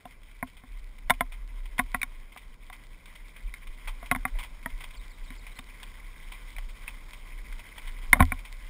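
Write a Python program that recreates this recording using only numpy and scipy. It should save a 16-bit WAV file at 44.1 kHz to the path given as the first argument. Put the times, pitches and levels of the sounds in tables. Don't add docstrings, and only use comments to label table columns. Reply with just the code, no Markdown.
import sys
import numpy as np
from scipy import signal
from scipy.fft import rfft, irfft
from scipy.io import wavfile
from scipy.ndimage import uniform_filter1d

SR = 44100
rng = np.random.default_rng(int(sys.argv[2]) if len(sys.argv) > 2 else 0)


def generate_wav(sig):
    pcm = np.round(np.clip(np.atleast_2d(sig).T, -1, 1) * 32767).astype(np.int16)
    wavfile.write(sys.argv[1], SR, pcm)


N = 383229
TIME = np.arange(N) / SR


def undb(db):
    return 10 ** (np.asarray(db) / 20)


def unit(x):
    return x / np.sqrt(np.mean(x ** 2))


def add(out, s, x):
    i = int(s * SR)
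    out[i:i + len(x)] += x[:N - i]


def colour(x, points):
    hz, db = np.transpose(points)
    bin_hz = np.arange(len(x) // 2 + 1) * SR / len(x)
    octave, point_octave = np.log2(np.maximum(bin_hz, 1)), np.log2(hz)
    outside = np.abs(octave - np.clip(octave, point_octave[0], point_octave[-1]))
    gain = undb(np.interp(octave, point_octave, db) - 20 * outside)
    return irfft(rfft(x) * gain, len(x))


def band(x, lo_hz, hi_hz, order=2):
    return signal.sosfilt(signal.butter(order, [lo_hz, hi_hz], "band", fs=SR, output="sos"), x)


def walk(rate):
    hold = int(SR / rate)
    steps = np.repeat(rng.standard_normal(N // hold + 1), hold)
    smooth = uniform_filter1d(uniform_filter1d(steps, hold), hold)
    return unit(smooth[:N])


def grains(rate, spread_db):
    size = undb(spread_db * np.minimum(rng.exponential(size=N), 5))
    return unit((rng.random(N) < rate / SR) * size * rng.choice([-1, 1], N))


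# (t/s, speed relative to cruising)
SPEED = [(0.0, 0.67), (1.2, 0.64), (2.8, 0.77), (4.8, 0.99), (7.3, 1.137), (8.69, 1.14)]
# (middle t/s, length/s, extra shaking level/dB)
ROUGH = [(1.46, 1.42, 14.5), (4.19, 0.64, 13), (8.1, 0.4, 8)]


def ride(law):
    cruise_db, doubling_db, share = law
    speed = np.interp(TIME, *np.transpose(SPEED))
    shaking_db = sum(db / (1 + (2 * (TIME - s) / length) ** 6) for s, length, db in ROUGH)
    return undb(cruise_db + doubling_db * np.log2(np.maximum(speed, .01)) + share * shaking_db)


THUD_HZ, ARM_HZ, SHELL_HZ = 120, 500, 2800
THUD_GROWTH, THUD_DB = 1.7, 4.5
CRACK_DB, CRACK_S = -26, 0.0032
# (f/Hz, relative level/dB, t60/s)
MOUNT_MODES = [(48, -24, 0.1), (79, -15.5, 0.25), (164, -5, 0.013), (256.8, -13, 0.1), (500, -14, 0.0026),
               (747, -6.5, 0.05), (980, -2, 0.018), (1014, -0.5, 0.027), (1111, -5.5, 0.05),
               (1430, -6.5, 0.027), (1643, 2, 0.0097), (1903, 7.5, 0.0048), (2193, 2.5, 0.018),
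               (2457, -13.5, 0.019), (3010, -13.5, 0.014), (3756, -11.5, 0.023), (5740, -17, 0.0037)]
# (t/s, blow on the shell level/dB, jolt to the arm level/dB,
# brightness/dB per octave, snap of the edge level/dB, pitch factor of the modes above the arm)
KNOCKS = [(0.0545, -32.5, -31, -12.5, 21.5, 0.96), (0.4264, -22, -17, -1.5, -20, 0.98),
          (0.636, -45.5, -33, -6, -2, 1.0), (1.0976, -13.5, -27, -3.5, 9.5, 0.93),
          (1.1042, -9, -14, 0, 3, 0.95), (1.2077, -13, -17, -2, 0, 0.942),
          (1.7906, -21.5, -14.5, 7, -14, 0.96), (1.7948, -15, -21, 1, -4, 0.99),
          (1.945, -18.5, -18.5, 3.5, -16, .97), (2.016, -39, -54, 16, -15.5, 1.05),
          (2.0304, -30.5, -32, 12.5, -10.5, 0.98), (2.362, -36.5, -41, -6, 2, 1.05),
          (2.699, -36.5, -53, -1.5, 3, 0.99), (3.5393, -47.5, -54, 16, -13.5, 0.99),
          (4.028, -34, -33, -11, 14, 0.96), (4.113, -14.5, -13, 4.5, -10.5, 1.0),
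          (4.12, -18.5, -17, -7, 9, 0.94), (4.149, -24.5, -33, 1.5, -10, 0.98),
          (4.1596, -26.5, -17.5, 1, -2, 0.94), (4.252, -19, -19, 2.5, -15.5, 0.99),
          (4.353, -44, -45, -13, 4, 0.84), (4.659, -26, -19.5, 4.5, -10, 0.88), (5.304, -45, -27, 8, -4, 1),
          (5.591, -39, -29.5, 0.5, 12, 1.02), (6.564, -52.5, -50, 16.5, -16, 1.06),
          (6.8788, -47, -46, 18, -28, 1.13), (8.1301, -10, -9.5, 9, -13, 0.96),
          (8.1361, -31, -14.5, -13, 20, 0.7), (8.155, -28, -20, -5, 0, 0.84),
          (8.1668, -30, -22, -9, 0, 0.97), (8.195, -25, -14, 2, -4, 0.6),
          (8.199, -20.5, -7.5, -2.5, 0, 0.81), (8.2047, -7.5, 1.5, -4, -1.5, 1.0),
          (8.2244, -17, -10.5, 1, -2, .96), (8.32, -21, -18.5, 3, -18, 1.0)]


def mount(detune=0.027, grit_db=-13, grit_t60=0.038, push_s=0.000068, pivot_hz=1000, edge_hz=3500):
    out, t = np.zeros(N), np.arange(SR // 3) / SR
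    hz, db, t60 = np.transpose(MOUNT_MODES)
    sign = (-1) ** np.arange(len(hz))
    decay = np.exp(-np.log(1000) * np.outer(1 / t60, t))
    settling = (1 - np.exp(-t / 0.0018)) * np.exp(-np.log(1000) * t / grit_t60)
    for s, blow_db, jolt_db, bright_db, snap_db, pitch in KNOCKS:
        thud_db = THUD_DB + THUD_GROWTH * jolt_db
        shell_db = blow_db + bright_db * np.log2(hz / pivot_hz) + snap_db * (hz > SHELL_HZ)
        gain = sign * undb(db + np.select([hz < THUD_HZ, hz < ARM_HZ], [thud_db, jolt_db], shell_db))
        retuned = hz * pitch * (1 + detune * rng.standard_normal(len(hz)))
        tuned = np.where(hz > ARM_HZ, retuned, hz)
        ring = gain @ (np.sin(2 * np.pi * np.outer(tuned, t)) * decay)
        crack = unit(band(rng.standard_normal(len(t)), 2000, 4900)) * np.exp(-t / CRACK_S)
        ring += crack * undb(CRACK_DB + blow_db + bright_db * np.log2(edge_hz / pivot_hz) + snap_db)
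        ring *= 1 - np.exp(-t / push_s)
        grit = settling * rng.standard_normal(len(t)) ** 3
        grit *= undb(grit_db) / np.linalg.norm(grit)
        add(out, s, ring + signal.fftconvolve(ring, grit)[:len(t)])
    return out


# (cruising level/dB, dB per doubling of speed, share of extra shaking)
SWAY_LAW = (-42.5, 10.7, 0.76)
SWING_S = 0.025
# (t/s, extra level/dB)
BUMPS = [(1.07, 10), (2.49, 10), (3.46, 13.5), (3.7, 10), (4.21, 6), (4.36, 8), (4.74, 14.5), (5.01, 11),
         (5.23, 9.5), (6.58, 10.5), (8.23, 16)]


def sway(low_hz=24, high_hz=37, flutter_db=2.2, top_hz=49):
    swing = signal.hilbert(band(rng.standard_normal(N), low_hz, high_hz))
    wobble = swing.real / np.sqrt(np.abs(swing) ** 2 + 2.0 * np.var(swing))
    bumps_db = sum(db * np.exp(-((TIME - s) / SWING_S) ** 2) for s, db in BUMPS)
    wobble = unit(wobble) * ride(SWAY_LAW) * undb(bumps_db + flutter_db * walk(13))
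    return signal.sosfiltfilt(signal.butter(4, top_hz, fs=SR, output="sos"), wobble)


# (f/Hz, relative level/dB per Hz)
GRAVEL = [(300, -14), (550, -10), (800, -10.5), (1030, 1.5), (1250, -5), (1500, 0), (1800, -8.5),
          (2020, 4.5), (2400, 0), (2780, -12), (3100, -4), (3650, -9.5), (4200, -20), (5400, -13.5)]
# (cruising level/dB, dB per doubling of speed, share of extra shaking)
CRUNCH_LAW = (-56, 10.2, 0.11)
ROLL_LAW = (-61.5, 10.4, 0.21)


def tyres(patchy_db=0.3):
    spurts = undb(2.2 * walk(45))
    spurts = spurts * undb(patchy_db * walk(10))
    stones = np.zeros(N)
    for lo, hi in [(1600, 2200), (2200, 2800), (2800, 3400), (3400, 4200)]:
        stones += band(grains(rate=1100, spread_db=2.6) * undb(2 * walk(70)), lo, hi, order=4)
    grit = band(rng.standard_normal(N), 3760, 5670, order=3)
    crunch = unit(colour(stones * spurts + undb(2.5) * grit * np.sqrt(spurts), GRAVEL))
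    rolling = grains(rate=1500, spread_db=1.5) * spurts + rng.standard_normal(N)
    roll = unit(band(colour(rolling, GRAVEL), 260, 1180))
    snaps = grains(rate=32, spread_db=3.6)
    ticks = unit(band(snaps, 2800, 4900)) + undb(1) * unit(band(snaps, 1970, 2310))
    return (crunch + ticks * undb(-14.5)) * ride(CRUNCH_LAW) + roll * ride(ROLL_LAW)


HOLLOW_GROWTH = 1.45
# (t/s, relative level/dB, decay time/s)
CHATTER = [(0.107, -46, 0.013), (.2309, -50, 0.006), (0.468, -45, 0.029), (0.567, -44.5, 0.019),
           (0.9825, -46, 0.0056), (1.137, -39.5, 0.011), (1.3203, -38.5, 0.016), (1.656, -42, 0.0054),
           (1.781, -29, .011), (1.941, -35.5, 0.014), (2.321, -44.5, 0.016), (2.373, -38.5, .01),
           (2.726, -37.5, 0.014), (3.056, -44.5, 0.0061), (3.154, -41.5, 0.006), (3.363, -42, 0.005),
           (3.67, -41, 0.0085), (3.874, -29.5, 0.016), (4.059, -40, 0.01), (4.3865, -30.5, 0.022),
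           (4.431, -35, 0.019), (4.805, -36, 0.015), (4.8383, -35, 0.0084), (4.907, -42.5, 0.0037),
           (5.4663, -38, 0.0083), (5.588, -37, 0.0025), (5.83, -36.5, 0.0049), (6.318, -34.5, 0.028),
           (6.5827, -34, 0.0047), (6.877, -35, 0.014), (7.132, -38, 0.0087), (7.5926, -38.5, .009),
           (7.7793, -35.5, 0.0053), (7.874, -36.5, .011), (8.387, -40.5, 0.011), (8.45, -38, .01)]


def chatter(bright_db=-16, hollow_db=-7):
    out, t = np.zeros(N), np.arange(SR // 10) / SR
    clicks = colour(grains(rate=2500, spread_db=1.5), GRAVEL)
    bright, hollow = band(clicks, 2110, 4840), band(clicks, 620, 1124)
    for s, db, length in CHATTER:
        i = int(s * SR)
        shape = (1 - np.exp(-t / 0.0012)) * np.exp(-t / max(length, .002))
        high = unit(shape * bright[i:i + len(t)])
        low = unit(shape * hollow[i:i + len(t)])
        add(out, s, undb(db + bright_db) * high + undb(HOLLOW_GROWTH * db + hollow_db) * low)
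    return out


def jiggle(rate=9, level_db=-51, decay_s=0.01):
    t = np.arange(SR // 10) / SR
    shakes = (rng.random(N) < rate / SR) * (1 + rng.random(N)) / 2
    shape = signal.fftconvolve(shakes, (1 - np.exp(-t / 0.00033)) * np.exp(-t / decay_s))[:N]
    clicks = unit(band(colour(grains(rate=2000, spread_db=2.5), GRAVEL), 1000, 6300))
    return clicks * shape * unit(ride(CRUNCH_LAW)) * undb(level_db)


# (f/Hz, relative level/dB per Hz)
WIND = [(25, -13.5), (45, -1.5), (65, -6), (100, -11.5), (170, -16), (250, -16.5), (330, -22.5), (600, -25)]
# (cruising level/dB, dB per doubling of speed, share of extra shaking)
WIND_LAW = (-57, 5.6, 0.1)


def wind(gust_db=0.57):
    eddies = unit(band(colour(rng.standard_normal(N), WIND), 43, 1500))
    return eddies * ride(WIND_LAW) * undb(gust_db * walk(6.5))


SONG_S, CALL_EVERY_S, BIRD_DB = 4.955, .139, -59
# (t/s after its start, length/s, start f/Hz, end f/Hz)
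CALL = [(0, .036, 5350, 3800), (.034, .026, 3740, 3830)]
CLOSING = [(0, .024, 3800, 3950), (.043, .028, 3900, 4200)]


def bird(count=4):
    out = np.zeros(N)
    waver = 1 + .025 * walk(700)
    for k, notes in enumerate([CALL] * count + [CLOSING]):
        for delay, length, start_hz, end_hz in notes:
            s = SONG_S + k * CALL_EVERY_S + delay
            u = np.linspace(0, 1, int(length * SR))
            hz = (start_hz + (end_hz - start_hz) * u) * waver[int(s * SR):][:len(u)]
            add(out, s, np.sin(2 * np.pi * np.cumsum(hz) / SR) * np.sin(np.pi * u))
    return out * undb(BIRD_DB + 3.5 * walk(200))


def scene():
    mono = mount() + chatter() + jiggle() + tyres() + wind() + sway() + bird()
    return np.array([mono, mono])


ADC_HZ, HOLD_HZ, TOP_HZ = 12000, 48000, 15500


def record(dry):
    dry = signal.sosfilt(signal.ellip(6, .3, 50, 5800, fs=SR, output="sos"), dry)
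    samples = np.clip(signal.resample_poly(dry, ADC_HZ, SR, axis=1), -.92, .92)
    held = np.repeat(samples, HOLD_HZ // ADC_HZ, axis=1)
    out = signal.resample_poly(held, SR, HOLD_HZ, axis=1)[:, :N]
    return signal.sosfiltfilt(signal.ellip(8, .1, 60, TOP_HZ, fs=SR, output="sos"), out)


dry = scene()
out = record(dry)
generate_wav(out)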